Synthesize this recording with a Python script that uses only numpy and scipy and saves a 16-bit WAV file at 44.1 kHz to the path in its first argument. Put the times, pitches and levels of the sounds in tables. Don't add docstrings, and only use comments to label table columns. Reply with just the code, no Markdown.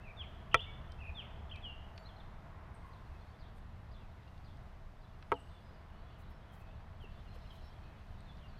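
import sys
import numpy as np
from scipy import signal
from scipy.fft import rfft, irfft
from scipy.io import wavfile
from scipy.ndimage import uniform_filter1d

SR = 44100
rng = np.random.default_rng(int(sys.argv[2]) if len(sys.argv) > 2 else 0)


def gain_from_db(level_db):
    decades = np.asarray(level_db, float) / 20
    return 10 ** decades


def generate_wav(signal):
    frames = np.transpose(np.atleast_2d(signal))
    scaled = np.clip(frames, -1, 1) * 32767
    pcm = np.round(scaled).astype(np.int16)
    wavfile.write(sys.argv[1], SR, pcm)


N = 378819

# (time [s], strength [dB], contact time [ms], plastic crack [dB])
FIRST_KNOCK = [
    (.5439, -14, 0.29, -18),
    (.5470, -22, 0.34, -35),
    (.5500, -26, 0.66, -39),
]
SECOND_KNOCK = [
    (5.3183, -18, 0.4, -44),
    (5.3214, -24.5, 0.51, -51),
    (5.3240, -23.5, 0.32, -54),
]
# (frequency [Hz], level [dB], time to fall 60 dB [s])
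FIRST_PLANKS = [(435, -6, 0.073), (507, 0, 0.08), (690, -14, 0.088), (914, -22.5, 0.068), (1160, -10, 0.05),
                (1328, 0.5, 0.034), (1970, 1.5, 0.015), (2400, -2, 0.028), (2600, -0.5, 0.015),
                (3150, -3, 0.018)]
SECOND_PLANKS = [(277, -9, 0.11), (429, 2, 0.053), (486, -5, 0.074), (680, -30, 0.162), (850, -23, 0.12),
                 (947, -8, 0.057), (1120, -2.5, 0.022), (1317, 3.5, 0.024), (1600, -12, 0.024),
                 (2090, 3, 0.0043), (2900, -3.5, 0.0039)]
# (frequency [Hz], level [dB], time to fall 60 dB [s])
PLASTIC = [
    [(4600, -5.5, 0.014), (5070, 9, 0.0076), (5200, 9, 0.0056), (5560, 3.5, 0.0063), (6250, -1.5, 0.0066), (8390, -14, 0.01), (9430, -19, 0.0089), (10700, -32, .006), (12200, -21, 0.01), (13400, -30, 0.0047), (15000, -28, .007)],
    [(4500, -1.5, 0.0115), (5300, -4, 0.0082), (6600, -4, 0.0082), (8400, -6, 0.0197), (9000, -4.5, 0.021), (10900, -14.5, 0.0107), (12370, -8, 0.0195), (15300, -13.5, .012)],
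]
# (time [s], peak level [dB], centre [Hz], plastic ring [dB])
TICKS = [(0.816, -56.5, 3490, -33.5), (0.9198, -46, 4000, -16), (1.5595, -39, 3350, -23),
         (1.9778, -39.5, 4100, -41), (1.9790, -41, 2400, -45), (1.982, -46, 3580, -41),
         (2.9644, -59, 3520, -27), (3.5827, -58, 3520, -24), (4.2328, -57, 3660, -28),
         (4.2777, -52, 3440, -31.5), (4.3785, -50, 3680, -31.5), (4.5719, -60, 4130, -10),
         (5.222, -58, 3700, -21), (5.2255, -45, 3900, -39.5), (5.226, -43, 2000, -45),
         (5.3396, -46, 3450, -34.5), (7.009, -59, 3420, -28), (7.3864, -57, 5000, -26),
         (7.66, -56, 2300, -40), (7.043, -63, 6000, -30), (7.6241, -59.5, 4090, -24),
         (8.2058, -53.5, 3490, -8), (8.3706, -53.5, 4400, -29)]
# (time [s], peak level [dB], frequency [Hz], time to fall 60 dB [s])
THUMPS = [
    (0.545, -26, 102.6, 0.058),
    (.545, -36, 32.4, 0.27),
    (5.319, -37.5, 108.6, 0.081),
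    (7.039, -39, 421, 0.028),
    (7.36, -43.5, 477.5, 0.042),
    (7.549, -56, 337, 0.075),
]
# (time [s], length [s], centre [Hz], level [dB])
RUBS = [(2.849, .06, 11000, -85), (3.545, 0.064, 9900, -81), (6.175, 0.068, 12500, -80),
        (6.18, .05, 7500, -83), (6.286, 0.046, 12500, -80), (6.56, .07, 14200, -82),
        (6.509, 0.07, 13000, -78), (6.581, 0.057, 12400, -82), (7.0, 0.056, 12000, -84.5),
        (7.337, 0.037, 11000, -77), (7.508, 0.088, 12500, -80), (7.644, .025, 12000, -82),
        (6.522, .04, 7000, -80), (6.6, .03, 7500, -83), (7.328, .04, 6000, -79), (7.54, .04, 6500, -79)]
# (time [s], length [s], frequency [Hz], level [dB])
METAL_PARTIALS = [
    (1.955, 0.13, 4500, -67.5),
    (1.975, .065, 7150, -81),
    (1.95, .1, 11600, -84),
]

# (time [s], pitch [Hz], level [dB])
SWOOPS = [
    [(0.166, 3696, -70.5), (0.2, 3399, -54), (0.214, 3176, -48.5), (0.226, 2682, -61), (0.248, 2047, -64)],
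    [(1.145, 3656, -77), (1.151, 3648, -64.5), (1.179, 3409, -52.5), (1.197, 3122, -49.5),
     (1.235, 2040, -69)],
    [(1.618, 3560, -76), (1.646, 3256, -52.5), (1.66, 2959, -51), (1.702, 2772, -58), (1.735, 2762, -64)],
    [(5.33, 3230, -74), (5.35, 3080, -69), (5.365, 2900, -62.5), (5.385, 2660, -74)],
    [(6.995, 3350, -78), (7.03, 3010, -67.5), (7.05, 2690, -64), (7.07, 2640, -77)],
]
# (time [s], length [s], middle pitch [Hz], level [dB])
NEAR_DROPS = [(.035, .04, 2570, -59), (.068, 0.026, 2400, -54.5), (.09, .029, 2430, -56),
              (.574, 0.009, 2990, -47), (.64, .0087, 2890, -49.5), (1.006, 0.032, 2600, -52.5),
              (1.04, 0.0274, 2540, -52), (1.07, 0.03, 2504, -51.5), (1.09, 0.012, 2483, -50),
              (1.535, 0.032, 2430, -54)]
NEAR_FLICKS = [(.514, 0.0094, 3010, -51.5), (.527, 0.018, 2980, -45), (.592, .016, 3090, -42)]
NEAR_ARCHES = [(1.495, .013, 3530, -57.5), (1.512, .019, 3216, -46.5)]
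NEAR_HELD = [(.005, 0.047, 2610, -68), (.549, 0.025, 3423, -44), (.7, 0.058, 3470, -65),
             (.775, 0.018, 3480, -64), (.583, .006, 3250, -55), (.61, .015, 3430, -46),
             (.624, .017, 3520, -50), (.64, 0.052, 3510, -61), (.662, 0.049, 2263, -55.5),
             (.896, 0.051, 3130, -64), (.986, 0.03, 2650, -58), (1.565, 0.023, 2600, -56)]
# (time [s], length [s], middle pitch [Hz], level [dB])
FAR_DROPS = [(2.08, 0.029, 3430, -61.5), (2.195, 0.02, 3480, -64), (4.17, .0423, 2000, -68.5),
             (7.503, 0.0197, 3130, -60), (7.57, .03, 3300, -76), (7.62, .03, 2600, -73),
             (7.325, .025, 3200, -69), (7.113, .02, 4200, -81), (7.1, .02, 3200, -69), (7, .02, 3000, -69),
             (6.7, .015, 2950, -69)]
FAR_SAGS = [(2.16, 0.026, 4070, -69), (2.8, 0.094, 2080, -73), (3.05, .03, 4220, -78),
            (5.1, 0.048, 2860, -76), (5.5, .1, 3500, -73), (6.49, 0.065, 3220, -71),
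            (7.25, 0.036, 2860, -69), (7.28, .069, 4120, -75), (7.43, 0.029, 2910, -68),
            (7.47, .038, 4050, -72), (7.76, 0.036, 3240, -72), (7.92, 0.019, 2310, -65),
            (8.48, .028, 4500, -73), (8.5, .046, 2590, -76), (8.572, 0.021, 4350, -66)]
FAR_LIFTS = [(2.045, 0.031, 4080, -63.5), (3.15, .06, 3400, -81), (3.22, .06, 3750, -79),
             (3.27, .05, 4400, -78), (3.32, .045, 3450, -78), (3.19, .03, 4200, -80),
             (3.27, .03, 3050, -81), (4.25, .054, 2770, -73), (6.22, .05, 3480, -80),
             (6.41, .0262, 3320, -73), (7.52, 0.023, 2400, -69)]
FAR_HELD = [(1.02, 0.057, 10900, -86), (3.1, .08, 2580, -75), (5.6, .2, 5000, -83), (6.3, .07, 5300, -82),
            (7.27, .3, 5200, -83), (5.93, .06, 4400, -79), (6.04, .06, 3400, -75), (6.66, .06, 2600, -74),
            (7.88, .07, 2500, -77), (7.13, .1, 3500, -78), (7.55, .12, 4050, -80), (5.27, .132, 10940, -86),
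            (5.45, .12, 8300, -88), (7.69, .04, 3150, -75), (7.62, .08, 5350, -78), (8.4, .03, 3250, -73),
            (5.398, .012, 2950, -70), (5.9, .01, 2900, -68), (5.422, 0.011, 2950, -72),
            (6.68, .1, 3560, -78), (5.35, .08, 7900, -82)]
FAR_PLUNGES = [(2.74, .0138, 8750, -71), (5.393, .017, 8660, -79)]
FAR_HOOKS = [(8.265, 0.059, 3470, -63.5)]
FAR_GLIDES = [(8.4, .065, 2920, -67), (4, .05, 2650, -74)]
FAR_SETTLES = [(5.915, .085, 2960, -71), (6.1, 0.073, 2960, -71), (6.58, .075, 2590, -71.5),
               (7.8, .093, 2560, -71)]
DROP, FLICK, ARCH, HELD = (0.093, -0.072), (-0.14, 0.12), (-0.17, -0.12), (-.015, .003)
FAR_DROP, SAG, LIFT, PLUNGE = (0.121, -.1), (.03, -.025), (-0.064, 0.028), (0.185, -0.082)
HOOK, GLIDE, SETTLE = (0.1, -.003), (0.081, -0.065), (-0.0464, -0.0064)
# (time [s], level [dB])
BUZZY_CALLS = [(2.9, -74), (3.385, -70.5), (3.905, -71), (4.435, -71), (5.0, -75), (5.46, -75)]
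# (share of its length [0-1], pitch [Hz], level [dB])
BUZZY_SHAPE = [(0, 4397, -4), (.14, 4700, -0.5), (.38, 3650, 0), (.48, 3150, 0), (.64, 3620, 2.5),
               (.74, 3600, -11), (.84, 3270, 3), (1, 3150, -3)]
# (time [s], level [dB])
CHATTER_LEVEL = [(0, -85), (2, -95), (3.2, -82), (4.3, -84), (5.0, -92), (5.55, -80), (6.1, -76.5),
                 (6.9, -81.5), (7.5, -73), (8.0, -76), (8.59, -75.5)]

# (time [s], wind on the microphone [dB], breeze in the leaves [dB], traffic [dB])
AIR = [(0, 0.5, 1, -59.5), (.35, 2.5, 3, -59.5), (1.2, 1.5, 2, -59.5), (2.1, 0, 2.5, -60),
       (2.6, 0.5, -1, -60.5), (3.2, -0.5, 4, -62), (3.6, 0.5, 0, -62.5), (4.1, 0, -1, -63),
       (4.5, 1, 4.5, -63.5), (4.9, -0.5, -2.5, -63), (5.4, 0, 5, -63.5), (5.8, -1.5, 0.5, -62.5),
       (6.94, -0.5, -1, -62.5), (7.5, 1.5, 9, -62), (7.85, 0, 3, -62.5), (8.59, 1, 3, -62)]
# (frequency [Hz], level per Hz [dB])
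WIND_COLOUR = [(8.8, -37.5), (15, -1), (27, 4), (44, -3.5), (80, -0.5), (151, -9.5), (211, -15.5),
               (228, -15.5), (249, -27), (300, -23.5), (390, -36.5), (660, -120)]
TRAFFIC_COLOUR = [(120, -31), (200, 0), (227, -5.5), (248, -10), (386, -8), (567, -8.5), (628, -4.5),
                  (806, -6), (1070, -7.5), (1160, -8.5), (2060, -15), (2290, -19.5), (3000, -28),
                  (3900, -32), (6600, -120)]
LEAVES_COLOUR = [(1500, -31.5), (2500, -1), (4000, -4.5), (5500, -10), (7300, -16.5), (10000, -19),
                 (14700, -20.5), (15300, -37), (16200, -48.5)]
# (frequency [Hz], width [Hz], level [dB])
ENGINES = [
    (72, 17.3, -61.5),
    (667, 40, -75),
]
# (time [s], level [dB])
PASSING_VEHICLE = [
    (0, -83),
    (2.0, -84),
    (2.4, -73),
    (3.0, -64.5),
    (3.2, -85),
    (8.59, -89),
]


def clock(seconds):
    return np.arange(int(seconds * SR)) / SR


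def add(track, at, sound):
    start = max(int(at * SR), 0)
    track[start:start + len(sound)] += sound[:N - start]


def fade_away(t60, t):
    return np.exp(-np.log(1000) * t / t60)


def ring(hz, t60, t):
    return np.sin(2 * np.pi * hz * t) * fade_away(t60, t)


def sweep(hz):
    return np.sin(2 * np.pi * np.cumsum(hz) / SR)


def passband(x, hz, width):
    edges = np.clip([hz - width / 2, hz + width / 2], 500, 20000)
    y = signal.sosfilt(signal.butter(3, edges, "bandpass", fs=SR, output="sos"), x)
    return y / np.abs(y).max()


def walk(rate):
    hold = int(SR / rate)
    steps = np.repeat(rng.standard_normal(N // hold + 1), hold)
    smooth = uniform_filter1d(uniform_filter1d(steps, hold), hold)
    return 0.81 * smooth[:N]


def echoes(x, t60, wet_db, delay):
    t = clock(0.93)
    tail = rng.standard_normal(len(t)) * fade_away(t60, t) * (t > delay)
    tail = tail / np.sqrt(np.sum(tail ** 2))
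    return gain_from_db(wet_db) * signal.fftconvolve(x, tail)[:N]


def swell(hz, t, lag=0.0079):
    return 1 - np.exp(-t / (lag * (500 / hz) ** 3))


def knock(contacts, planks, plastic):
    wood, crack, t = np.zeros(N), np.zeros(N), clock(.3)
    grits = rng.standard_normal((len(contacts), 200)) * np.exp(-t[:200] / .00006)
    grits = grits / np.abs(rfft(grits, axis=1))[:, 20:45].mean(axis=1, keepdims=True)
    plastic_ring = sum((-1) ** k * gain_from_db(db) * ring(hz, t60, t) for k, (hz, db, t60) in enumerate(plastic))
    chances = rng.standard_normal((len(contacts), len(planks)))
    for (at, db, contact_ms, crack_db), chance, grit in zip(contacts, chances, grits):
        tilt_db = 4.3 * (at > contacts[0][0])
        body = np.zeros(len(t))
        for (hz, mode_db, t60), luck in zip(planks, chance):
            level_db = mode_db + 2.8 * luck + tilt_db * min(np.log2(hz / 1100), 0)
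            body += gain_from_db(level_db) * ring(hz, t60, t) * swell(hz, t)
        push = np.sin(np.pi * np.clip(t[:90] * 1000 / contact_ms, 0, 1)) ** 2
        add(wood, at, -gain_from_db(db) * np.convolve(body, push / push.sum()))
        add(crack, at, gain_from_db(crack_db - 8.5) * np.convolve(plastic_ring, grit))
    wood = signal.sosfilt(signal.butter(2, 240, "highpass", fs=SR, output="sos"), wood)
    dull = signal.sosfilt(signal.butter(6, 3500, fs=SR, output="sos"), wood)
    nearby = echoes(dull, t60=0.035, wet_db=-11.5, delay=0.00335)
    trees = echoes(dull, t60=0.88, wet_db=-34, delay=0.017)
    return wood + crack + nearby + trees


def ticks(width_hz=1930, t60=0.016):
    out, t = np.zeros(N), clock(0.24)
    for at, db, hz, ring_db in TICKS:
        burst = rng.standard_normal(len(t)) * fade_away(t60, t)
        add(out, at, gain_from_db(db - 6.5) * passband(burst, hz, width_hz))
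        add(out, at, gain_from_db(db + ring_db) * ring(8450, 0.01, t))
    return out


def thumps():
    out, t = np.zeros(N), clock(0.24)
    for at, db, hz, t60 in THUMPS:
        add(out, at, gain_from_db(db) * ring(hz, t60, t) * (1 - np.exp(-t / 0.0031)))
    return out


def rubs(width_share=.5):
    out = np.zeros(N)
    for at, length, hz, db in RUBS:
        u = clock(length) / length
        hiss = passband(rng.standard_normal(int(0.24 * SR)), hz, width_share * hz)[:len(u)]
        add(out, at, gain_from_db(db + 11) * np.sin(np.pi * u) * hiss)
    return out


def singing_metal(beat_hz=27):
    out = np.zeros(N)
    for at, length, hz, db in METAL_PARTIALS:
        t = clock(length)
        throb = np.sin(np.pi * beat_hz * (t + at - 1.944))
        envelope = np.sin(np.pi * t / length) ** .4
        add(out, at, gain_from_db(db) * envelope * throb * np.sin(2 * np.pi * hz * t))
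    return out


def notes_of(*kinds):
    return [(at, length, hz * (1 + first), hz, hz * (1 + last), db)
            for rows, (first, last) in kinds for at, length, hz, db in rows]


def whistle(notes, edge, waver):
    out = np.zeros(N)
    shake = np.resize(1 + waver * walk(140), N + SR)
    for at, length, first, middle, last, db in notes:
        u = clock(length) / length
        hz = first * (1 - u) * (1 - 2 * u) + 4 * middle * u * (1 - u) + last * u * (2 * u - 1)
        hz = hz * shake[int(at * SR):][:len(u)]
        add(out, at, gain_from_db(db) * np.sin(np.pi * u) ** edge * sweep(hz))
    return out


def swoops():
    out = np.zeros(N)
    for s, hz, db in map(np.transpose, SWOOPS):
        t = clock(s[-1] - s[0]) + s[0]
        fade = np.clip(np.minimum(t - s[0], s[-1] - t) / 0.0038, 0, 1)
        smooth_hz = uniform_filter1d(np.interp(t, s, hz), size=400, mode="nearest")
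        add(out, s[0], fade * gain_from_db(np.interp(t, s, db) + 6.5) * sweep(smooth_hz))
    return out


def buzzy_calls(length_s=.115, buzz_hz=90, depth=.06):
    out, t = np.zeros(N), clock(length_s)
    u = t / length_s
    share, shape_hz, shape_db = np.transpose(BUZZY_SHAPE)
    for at, db in BUZZY_CALLS:
        drift = 0.028 * np.cumsum(rng.standard_normal(len(t)))
        flutter = np.sin(2 * np.pi * buzz_hz * t + drift)
        hz = np.interp(u, share, shape_hz) * (1 + depth * flutter)
        level_db = db + np.interp(u, share, shape_db) + 3.0 * flutter
        add(out, at, gain_from_db(level_db) * np.sin(np.pi * u) ** .3 * sweep(hz))
    return out


def chatter(count=2000):
    when, length, pitch, bend, size = rng.random((count, 5)).T
    at = when * N / SR
    hz = 2400 + 2200 * pitch ** 1.3
    first, last = hz * (1 + .12 * bend), hz * (1.03 - 0.23 * bend)
    db = np.interp(at, *np.transpose(CHATTER_LEVEL)) - 6 + 4.5 * size
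    return whistle(zip(at, .01 + 0.0249 * length, first, hz, last, db), edge=0.83, waver=.03)


def near_bird():
    song = notes_of((NEAR_DROPS, DROP), (NEAR_FLICKS, FLICK), (NEAR_ARCHES, ARCH), (NEAR_HELD, HELD))
    near = (whistle(song, edge=0.27, waver=0.011) + swoops()) * gain_from_db(0.68 * walk(90))
    deep_woods = echoes(near, t60=0.87, wet_db=-7.5, delay=0.013)
    close_trunks = echoes(near, t60=0.14, wet_db=-5.5, delay=0.0045)
    return near + deep_woods + close_trunks


def far_birds():
    calls = notes_of((FAR_DROPS, FAR_DROP), (FAR_SAGS, SAG), (FAR_LIFTS, LIFT), (FAR_HELD, HELD),
                     (FAR_PLUNGES, PLUNGE), (FAR_HOOKS, HOOK), (FAR_GLIDES, GLIDE), (FAR_SETTLES, SETTLE))
    breaking_up = gain_from_db(1.0 * walk(60) + 4.2 * walk(250))
    far = (whistle(calls, edge=0.17, waver=0.023) + buzzy_calls()) * breaking_up
    close_trunks = echoes(far, t60=0.062, wet_db=-0.5, delay=0.0012)
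    deep_woods = echoes(far, t60=0.74, wet_db=-5, delay=0.012)
    crowd = echoes(chatter(), t60=.3, wet_db=1.5, delay=0.0026)
    return 0.57 * far + close_trunks + deep_woods + crowd


def coloured(points):
    hz, db = np.transpose(points)
    log_f = np.log(np.arange(N // 2 + 1) * SR / N + 1e-9)
    gain = gain_from_db(np.interp(log_f, np.log(hz), db, left=-150, right=-150))
    x = irfft(rfft(rng.standard_normal(N)) * gain, N)
    return x / x.std()


def drone(hz, width):
    return coloured([(hz - 1.6 * width, -30), (hz - width / 2, -3), (hz, 0),
                     (hz + width / 2, -3), (hz + 1.6 * width, -30)])


def park():
    t = np.arange(N) / SR
    s, *columns = np.transpose(AIR)
    wind_db, breeze_db, traffic_db = (np.interp(t, s, column) for column in columns)
    wind = gain_from_db(-51.5 + wind_db + 1.5 * walk(9.8)) * coloured(WIND_COLOUR)
    traffic = gain_from_db(traffic_db + 1.02 + 0.86 * walk(6)) * coloured(TRAFFIC_COLOUR)
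    leaves = gain_from_db(-77 + 0.35 * breeze_db + 0.57 * walk(7.1)) * coloured(LEAVES_COLOUR)
    surge_db = 2.4 * (traffic_db - traffic_db.mean())
    engines = sum(gain_from_db(db + surge_db) * drone(hz, width) for hz, width, db in ENGINES)
    passing_db = np.interp(t, *np.transpose(PASSING_VEHICLE)) + 2.5 * walk(12)
    passing = gain_from_db(passing_db) * drone(hz=1062, width=110)
    return wind + traffic + leaves + engines + passing


def scene():
    knocks = knock(FIRST_KNOCK, FIRST_PLANKS, PLASTIC[0]) + knock(SECOND_KNOCK, SECOND_PLANKS, PLASTIC[1])
    handling = ticks() + thumps() + rubs() + singing_metal()
    return (knocks + handling + near_bird() + far_birds() + park())[None]


def band_limit(x):
    return signal.sosfilt(signal.butter(12, 16080, fs=SR, output="sos"), x)


def record(dry):
    mix = signal.sosfilt(signal.ellip(8, .2, 60, 15900, fs=SR, output="sos"), dry)
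    return band_limit(mix)


dry = scene()
out = record(dry)
generate_wav(out)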